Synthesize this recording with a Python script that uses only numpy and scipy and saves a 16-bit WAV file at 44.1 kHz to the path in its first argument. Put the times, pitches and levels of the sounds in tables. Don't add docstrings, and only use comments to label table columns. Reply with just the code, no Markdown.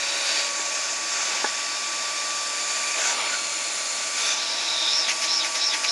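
import sys
import numpy as np
from scipy import signal
from scipy.fft import rfft, irfft
from scipy.io import wavfile

SR = 44100
rng = np.random.default_rng(int(sys.argv[2]) if len(sys.argv) > 2 else 0)


def wav_record(signal):
    frames = np.transpose(np.atleast_2d(signal))
    bounded = np.clip(frames, -1, 1)
    quanta = np.round(bounded * 32767).astype(np.int16)
    wavfile.write(sys.argv[1], SR, quanta)


N = 260631
TIME = np.arange(N) / SR
FREQS = np.maximum(np.arange(N // 2 + 1) * SR / N, 1)

# time_s, turns_per_s
MOTOR_SPEED = [(0.05, 563.6), (0.75, 571.1), (1.2, 574.3), (1.5, 573.4), (2.0, 579.5), (2.6, 582.4),
               (3.1, 581.4), (3.4, 575.5), (4.15, 582), (5.0, 575.3), (5.85, 575.7)]
# time_s, level_db
DRONE_LEVEL = [(0.5, -43.5), (0.95, -49.5), (1.8, -55.5), (2.2, -48), (4.0, -51), (5.91, -64)]
# time_s, level_db
WHINE_LEVEL = [(0.15, -46), (0.55, -38.5), (0.95, -42), (2.3, -37), (3.3, -40), (3.7, -45.5), (4.35, -39.5),
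               (4.6, -44.5), (5.25, -39.5)]
# time_s, level_db
BLADE_LEVEL = [(0, -58), (0.8, -42.5), (2.5, -41), (3.0, -47), (3.7, -48), (4.8, -39.5), (5.91, -39)]
# frequency_hz, level_db (in a band 1 Hz wide)
ROAR_COLOUR = [(25, -104), (70, -105), (118, -87), (160, -99), (200, -80), (300, -84), (450, -79.5),
               (600, -77.5), (900, -76), (1200, -72.5), (2000, -72.5), (5000, -81.5)]
# pitch_hz, width_hz, lift_db
HOUSING_RINGS = [(261, 34, 5.5), (324, 35, 12.5), (414, 30, 1.5), (500, 60, 4), (642.4, 73, 11.5),
                 (709, 34, 6.5), (866, 72, 9.5), (945, 64, 8.5)]
# time_s, strength_factor
HOUSING_STRENGTH = [(0, 1.1), (4.0, 0.66), (4.6, 1.5), (5.91, 1.5)]
# delay_s, level_db
NEAR_ECHOES = [(.0031, -28.5), (.0074, -14), (0.0128, -14), (0.02, -23)]

# start_s, end_s, level_db
HAND_SLIDES = [(1.154, 1.447, -46), (2.974, 3.35, -40.5)]
# frequency_hz, relative_db
SCRAPE_COLOUR = [(60, -34), (200, -11.5), (500, -1), (850, 2.5), (1500, -2.5), (1900, 2.5), (3000, 1),
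                 (6000, -3.5)]
# time_s, length_s, scrape_db, rub_pitch_hz, rub_db
SLIDE_SCUFFS = [(1.187, 0.079, -55, 1400, -42), (1.338, 0.14, -35.5, 1470, -60),
                (2.995, 0.034, -33.5, 630, -37.5), (3.05, 0.057, -55, 1540, -33.5),
                (3.105, 0.045, -38, 894, -35), (3.197, 0.035, -36, 1150, -40),
                (3.257, 0.035, -37, 880, -48), (3.341, 0.022, -40, 1460, -33.5)]
# start_s, strength_db, contact_s
CONTACTS = [(0.594, -21, 0.00031), (1.4416, -7.5, 0.00067), (1.4452, -14.5, 0.00021), (1.4465, -14, 0.0002),
            (1.4506, -19, 0.00031)]
# pitch_hz, level_db, ring_s (time to fade by 60 dB)
BASE_NOTES = [(320, -8.5, 0.014), (444, -7, 0.02), (604, -15, 0.028), (835, -12.5, 0.049),
              (1060, -8.5, 0.018), (1460, -9, 0.02), (1620, -4, 0.019), (1720, -1, 0.016),
              (2350, -20, .015)]

# frequency_hz, relative_db
RUSH_COLOUR = [(100, -43), (300, -13), (700, -5.5), (1400, -7.5), (2000, -3.5), (2700, 2), (3150, -5),
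               (3700, -3), (4200, -2), (5200, -2), (5900, -2), (7000, -20), (9000, -27)]
# pitch_hz, width_hz, lift_db
CYLINDER_RINGS = [(1484, 244, 9.5), (1836, 210, 7), (2380, 330, 6.5), (3550, 470, 4), (3960, 280, 1.5),
                  (4670, 520, 7), (5510, 94, 10), (5960, 260, -5)]
# pitch_hz, width_hz, lift_db
MID_STROKE_RINGS = [(1410, 240, 10), (1760, 310, -9.5), (2240, 240, 6), (3510, 540, 5.5), (4350, 320, 5),
                    (4800, 330, 2.5), (5340, 450, 3.5)]
# time_s, share (0 to 1)
MID_STROKE_SHARE = [(2.95, 0), (3.2, 1), (4.1, 0.4), (4.3, 0.2)]
# frequency_hz, relative_db
LEAK_COLOUR = [(3000, -31), (5000, -7.5), (5850, -0.5), (6200, 3), (7100, 2), (7550, 2), (8000, -13.5),
               (9000, -42)]
# frequency_hz, relative_db
CRACK_COLOUR = [(6000, -36), (8000, 5), (8600, 4.5), (9500, 1.5), (10300, 1.5), (11000, -4), (11700, -12.5),
                (12300, -63)]
# time_s, level_db
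CRACK_LEVEL = [(0.03, -43.5), (0.14, -41), (0.28, -39.5), (0.51, -44), (1.67, -44), (2.9, -40.5),
               (3.28, -43.5), (3.72, -40.5), (4.12, -41)]
# pitch_hz, width_hz, lift_db
HOLLOW_RINGS = [(6100, 160, 1), (6660, 570, 2), (7040, 68, 2), (8950, 250, 5), (9700, 250, 5),
                (10100, 250, 1.5)]
# start_s, end_s, rush_change_db, leak_change_db
GRIP_SURGES = [(-0.1, 0.47, 3.5, 0.5), (0.25, 0.457, 3, 2), (0.542, 0.944, 1.3, 2), (1.09, 1.48, 2, 1),
               (1.113, 1.292, 0.5, 3), (2.586, 3.36, 1.5, 1.5), (3.02, 3.137, 2.5, 5.5),
               (3.156, 3.26, -0.5, -16), (4.16, 4.34, 5.5, 3.5)]
# start_s, end_s, pitch_hz, level_db
GAP_NOTES = [(-0.05, 0.465, 3806, -36.5), (-0.05, 0.465, 2500, -45), (0.25, 0.448, 4556, -31),
             (0.5, 1.14, 6350, -50), (1.1, 2.6, 5370, -44.5), (1.1, 3.0, 3615, -43.5),
             (1.5, 3.0, 4564, -42), (2.5, 4.1, 7050, -37), (2.65, 4.15, 9460, -47),
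             (2.698, 3.025, 2414, -37.5), (3.15, 4.1, 4270, -40), (3.2, 3.294, 2300, -33),
             (3.3, 4.3, 2220, -47.5), (4.17, 4.298, 10450, -42), (4.213, 4.35, 3605, -31),
             (4.26, 4.392, 6080, -30), (4.658, 4.79, 3920, -31), (4.778, 4.94, 3660, -26),
             (4.86, 4.93, 5100, -26)]

# time_s, turns (0 is the start of the first suction stroke)
HAND_CRANK = [(4.1, -0.14), (4.27, 0.01), (4.4, 0.096), (4.9, 0.085), (4.94, 0.22), (5.03, 0.385)]
# start_turns, end_turns, mid_stroke_hz, droop_hz, width_hz, level_db
VALVE_NOTES = [(0.01, 0.42, 5406, -0.5, 900, -33.5), (0.085, 0.27, 3970, 300, 520, -29),
               (0.135, 0.41, 5430, 850.5, 373, -24.5), (0.37, 0.493, 3900, 400, 450, -28.5)]
# frequency_hz, relative_db
GULP_COLOUR = [(300, -26), (1000, -11), (1900, -3), (3100, -6.5), (4200, -1.5), (5500, 2.5), (6600, -0.5),
               (7800, -22), (9500, -28), (10200, -7), (11000, -25), (12000, -29)]
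# time_s, length_s, gulp_db, bark_pitch_hz, bark_db
VALVE_CHUFFS = [(5.097, 0.017, -22.5, 2330, -27.5), (5.235, .018, -21.5, 2400, -33),
                (5.45, 0.017, -26.5, 2220, -32.5), (5.562, 0.014, -24, 2150, -41),
                (5.747, 0.019, -25, 2200, -29.5), (5.849, 0.013, -23, 2300, -30)]


def from_db(db):
    return 10 ** (np.asarray(db) / 20)


def rms_one(x):
    return x / np.sqrt(np.mean(x ** 2) + 1e-20)


def curve(rows):
    return np.interp(TIME, *np.transpose(rows))


def swell(time_s, length_s):
    return np.exp(-np.minimum(((TIME - time_s) / length_s) ** 2, 100) / np.sqrt(2))


def gate(x, start, end, edge):
    return (1 + np.tanh((x - start) / edge)) * (1 + np.tanh((end - x) / edge)) / 4


def drift(rate_hz):
    step, warm_up = 40, 2000
    r = np.exp(-2 * np.pi * step * rate_hz / SR)
    noise = rng.standard_normal(N // step + warm_up + 2)
    slow = signal.lfilter([1], [1, -2 * r, r * r], noise)[warm_up:]
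    return np.interp(np.arange(N) / step, np.arange(len(slow)), rms_one(slow))


def colour(x, spectrum, rings=()):
    hz, db = np.transpose(spectrum)
    shape_db = np.interp(np.log(FREQS), np.log(hz), db)
    shape_db -= 24 * np.log2(np.maximum(FREQS / hz[-1], 1))
    for centre, width, lift in rings:
        shape_db += lift / (1 + (2 * (FREQS - centre) / width) ** 4)
    return irfft(rfft(x) * from_db(shape_db), N)


def resonate(x, hz, width_hz):
    r = np.exp(-np.pi * width_hz / SR)
    feedback = [1, -2 * r * np.cos(2 * np.pi * hz / SR), r * r]
    return signal.lfilter(np.array([1, 0, -1]) * (1 - r * r) / 2, feedback, x)


def turbulence(flutter_db, flutter_hz):
    return rms_one(rng.standard_normal(N) * from_db(flutter_db * drift(flutter_hz)))


def breathy_note(hz, width_hz, skirt=2.7):
    swirl = rng.standard_normal((2, N))
    for band_hz in (width_hz, width_hz * skirt, 2 * width_hz * skirt):
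        swirl = signal.lfilter([1], [1, -np.exp(-np.pi * band_hz / SR)], swirl)
    phase = 2 * np.pi * np.cumsum(hz * np.ones(N)) / SR
    return rms_one(swirl[0] * np.cos(phase) + swirl[1] * np.sin(phase))


def room_rumble(level_db=-80, top_hz=65):
    low_pass = signal.butter(2, top_hz, "low", fs=SR, output="sos")
    return from_db(level_db) * rms_one(signal.sosfilt(low_pass, rng.standard_normal(N)))


def add_echoes(x):
    return x + sum(from_db(db) * np.interp(TIME - delay, TIME, x, left=0) for delay, db in NEAR_ECHOES)


def vacuum_cleaner(blade_count=9, hum_hz=100, hum_db=-70.5, waver_db=0.5, whine_waver_db=0.27):
    angle = 2 * np.pi * np.cumsum(curve(MOTOR_SPEED) + 0.25 * drift(6)) / SR
    whine = from_db(curve(WHINE_LEVEL) + whine_waver_db * drift(5.4)) * np.sin(2 * angle)
    drone = from_db(curve(DRONE_LEVEL) + waver_db * drift(13)) * np.sin(angle)
    blades = from_db(curve(BLADE_LEVEL) + waver_db * drift(2.9)) * np.sin(blade_count * angle)
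    hum = from_db(hum_db) * np.sin(2 * np.pi * hum_hz * TIME)
    exhaust = rng.standard_normal(N) * np.sqrt(SR / 2)
    roar = colour(exhaust, ROAR_COLOUR)
    ringing = colour(exhaust, ROAR_COLOUR, HOUSING_RINGS) - roar
    return np.sqrt(2) * (whine + drone + blades + hum) + roar + curve(HOUSING_STRENGTH) * ringing


def sliding(slips_per_s=5000, rub_width_share=0.072):
    slips = (rng.random(N) < slips_per_s / SR) * rng.standard_normal(N) + 1e-18
    scrape = rms_one(colour(slips, SCRAPE_COLOUR))
    out = scrape * sum(from_db(db) * gate(TIME, start, end, edge=0.05) for start, end, db in HAND_SLIDES)
    for time_s, length_s, scrape_db, hz, rub_db in SLIDE_SCUFFS:
        rub = rms_one(resonate(slips, hz, rub_width_share * hz))
        out += swell(time_s, length_s) * (from_db(scrape_db) * scrape + from_db(rub_db) * rub)
    return out


def knocks(lowest_hz=230):
    force, out = np.zeros(N), np.zeros(N)
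    for start_s, db, contact_s in CONTACTS:
        push = np.sin(np.pi * np.clip((TIME - start_s) / contact_s, 0, 1)) ** 2
        force += from_db(db) * push / push.sum()
    for k, (hz, db, ring_s) in enumerate(BASE_NOTES):
        fade, step = from_db(-60 / (ring_s * SR)), 2 * np.pi * hz / SR
        ring = signal.lfilter([0, np.sin(step)], [1, -2 * fade * np.cos(step), fade ** 2], force + 1e-18)
        out += (-1) ** k * from_db(db) * ring
    return signal.sosfilt(signal.butter(2, lowest_hz, "high", fs=SR, output="sos"), out)


def crank_place(last_stroke_s=0.11):
    stroke_ends = [row[0] for row in VALVE_CHUFFS] + [VALVE_CHUFFS[-1][0] + last_stroke_s]
    half_turns = [(time_s, (k + 1) / 2) for k, time_s in enumerate(stroke_ends)]
    turns = curve(list(HAND_CRANK) + half_turns)
    return (turns + 0.25) % 1 - 0.25


def airflow(shut_rush_db=-32.5, shut_leak_db=-33.0):
    valve_open = gate(crank_place(), start=0.046, end=0.51, edge=0.041)
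    rush_db = shut_rush_db + valve_open
    leak_db = shut_leak_db - 3 * valve_open
    crack_db = curve(CRACK_LEVEL) - 4 * valve_open
    for start_s, end_s, rush_change_db, leak_change_db in GRIP_SURGES:
        surge = gate(TIME, start_s, end_s, edge=0.028)
        rush_db += rush_change_db * surge
        leak_db += leak_change_db * surge
    jet = turbulence(flutter_db=0.87, flutter_hz=36)
    mid = curve(MID_STROKE_SHARE)
    rush = (1 - mid) * rms_one(colour(jet, RUSH_COLOUR, CYLINDER_RINGS))
    rush += mid * rms_one(colour(jet, RUSH_COLOUR, MID_STROKE_RINGS))
    leak = rms_one(colour(turbulence(flutter_db=0.5, flutter_hz=44), LEAK_COLOUR, HOLLOW_RINGS))
    cracks = rms_one(colour(turbulence(flutter_db=0.6, flutter_hz=78), CRACK_COLOUR, HOLLOW_RINGS))
    return from_db(rush_db) * rush + from_db(leak_db) * leak + from_db(crack_db) * cracks


def gap_whistles(width_hz=270, edge_s=0.029, edge_share=0.09):
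    out = np.zeros(N)
    for start_s, end_s, hz, db in GAP_NOTES:
        opening = gate(TIME, start_s, end_s, edge_s + edge_share * (end_s - start_s))
        out += from_db(db) * opening * breathy_note(hz, width_hz)
    return out


def valve_whistles(edge_turns=0.04):
    place, out = crank_place(), np.zeros(N)
    piston_speed = np.abs(np.sin(2 * np.pi * place))
    for start, end, mid_stroke_hz, droop_hz, width_hz, db in VALVE_NOTES:
        note = breathy_note(mid_stroke_hz - droop_hz * (1 - piston_speed), width_hz)
        out += from_db(db) * gate(place, start, end, edge_turns) * note
    return out


def chuffs(bark_width_hz=900, lopsided=1.16):
    air = turbulence(flutter_db=2.0, flutter_hz=78)
    gulp, out = rms_one(colour(air, GULP_COLOUR)), np.zeros(N)
    for time_s, length_s, gulp_db, hz, bark_db in VALVE_CHUFFS:
        bark = rms_one(resonate(resonate(air, hz, bark_width_hz * 2), hz, bark_width_hz))
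        rise, fall = swell(time_s, length_s / lopsided), swell(time_s, length_s * lopsided)
        opening = np.where(TIME < time_s, rise, fall)
        out += opening * (from_db(gulp_db) * gulp + from_db(bark_db) * bark)
    return out


def scene():
    engine = airflow() + gap_whistles() + valve_whistles() + chuffs() + sliding() + knocks()
    engine = signal.sosfilt(signal.butter(2, 150, "high", fs=SR, output="sos"), engine)
    return (room_rumble() + vacuum_cleaner() + add_echoes(engine))[None]


def record(dry):
    cutoff_hz = 12300
    return signal.sosfilt(signal.ellip(10, 0.1, 80, cutoff_hz, fs=SR, output="sos"), dry)


dry = scene()
out = record(dry)
wav_record(out)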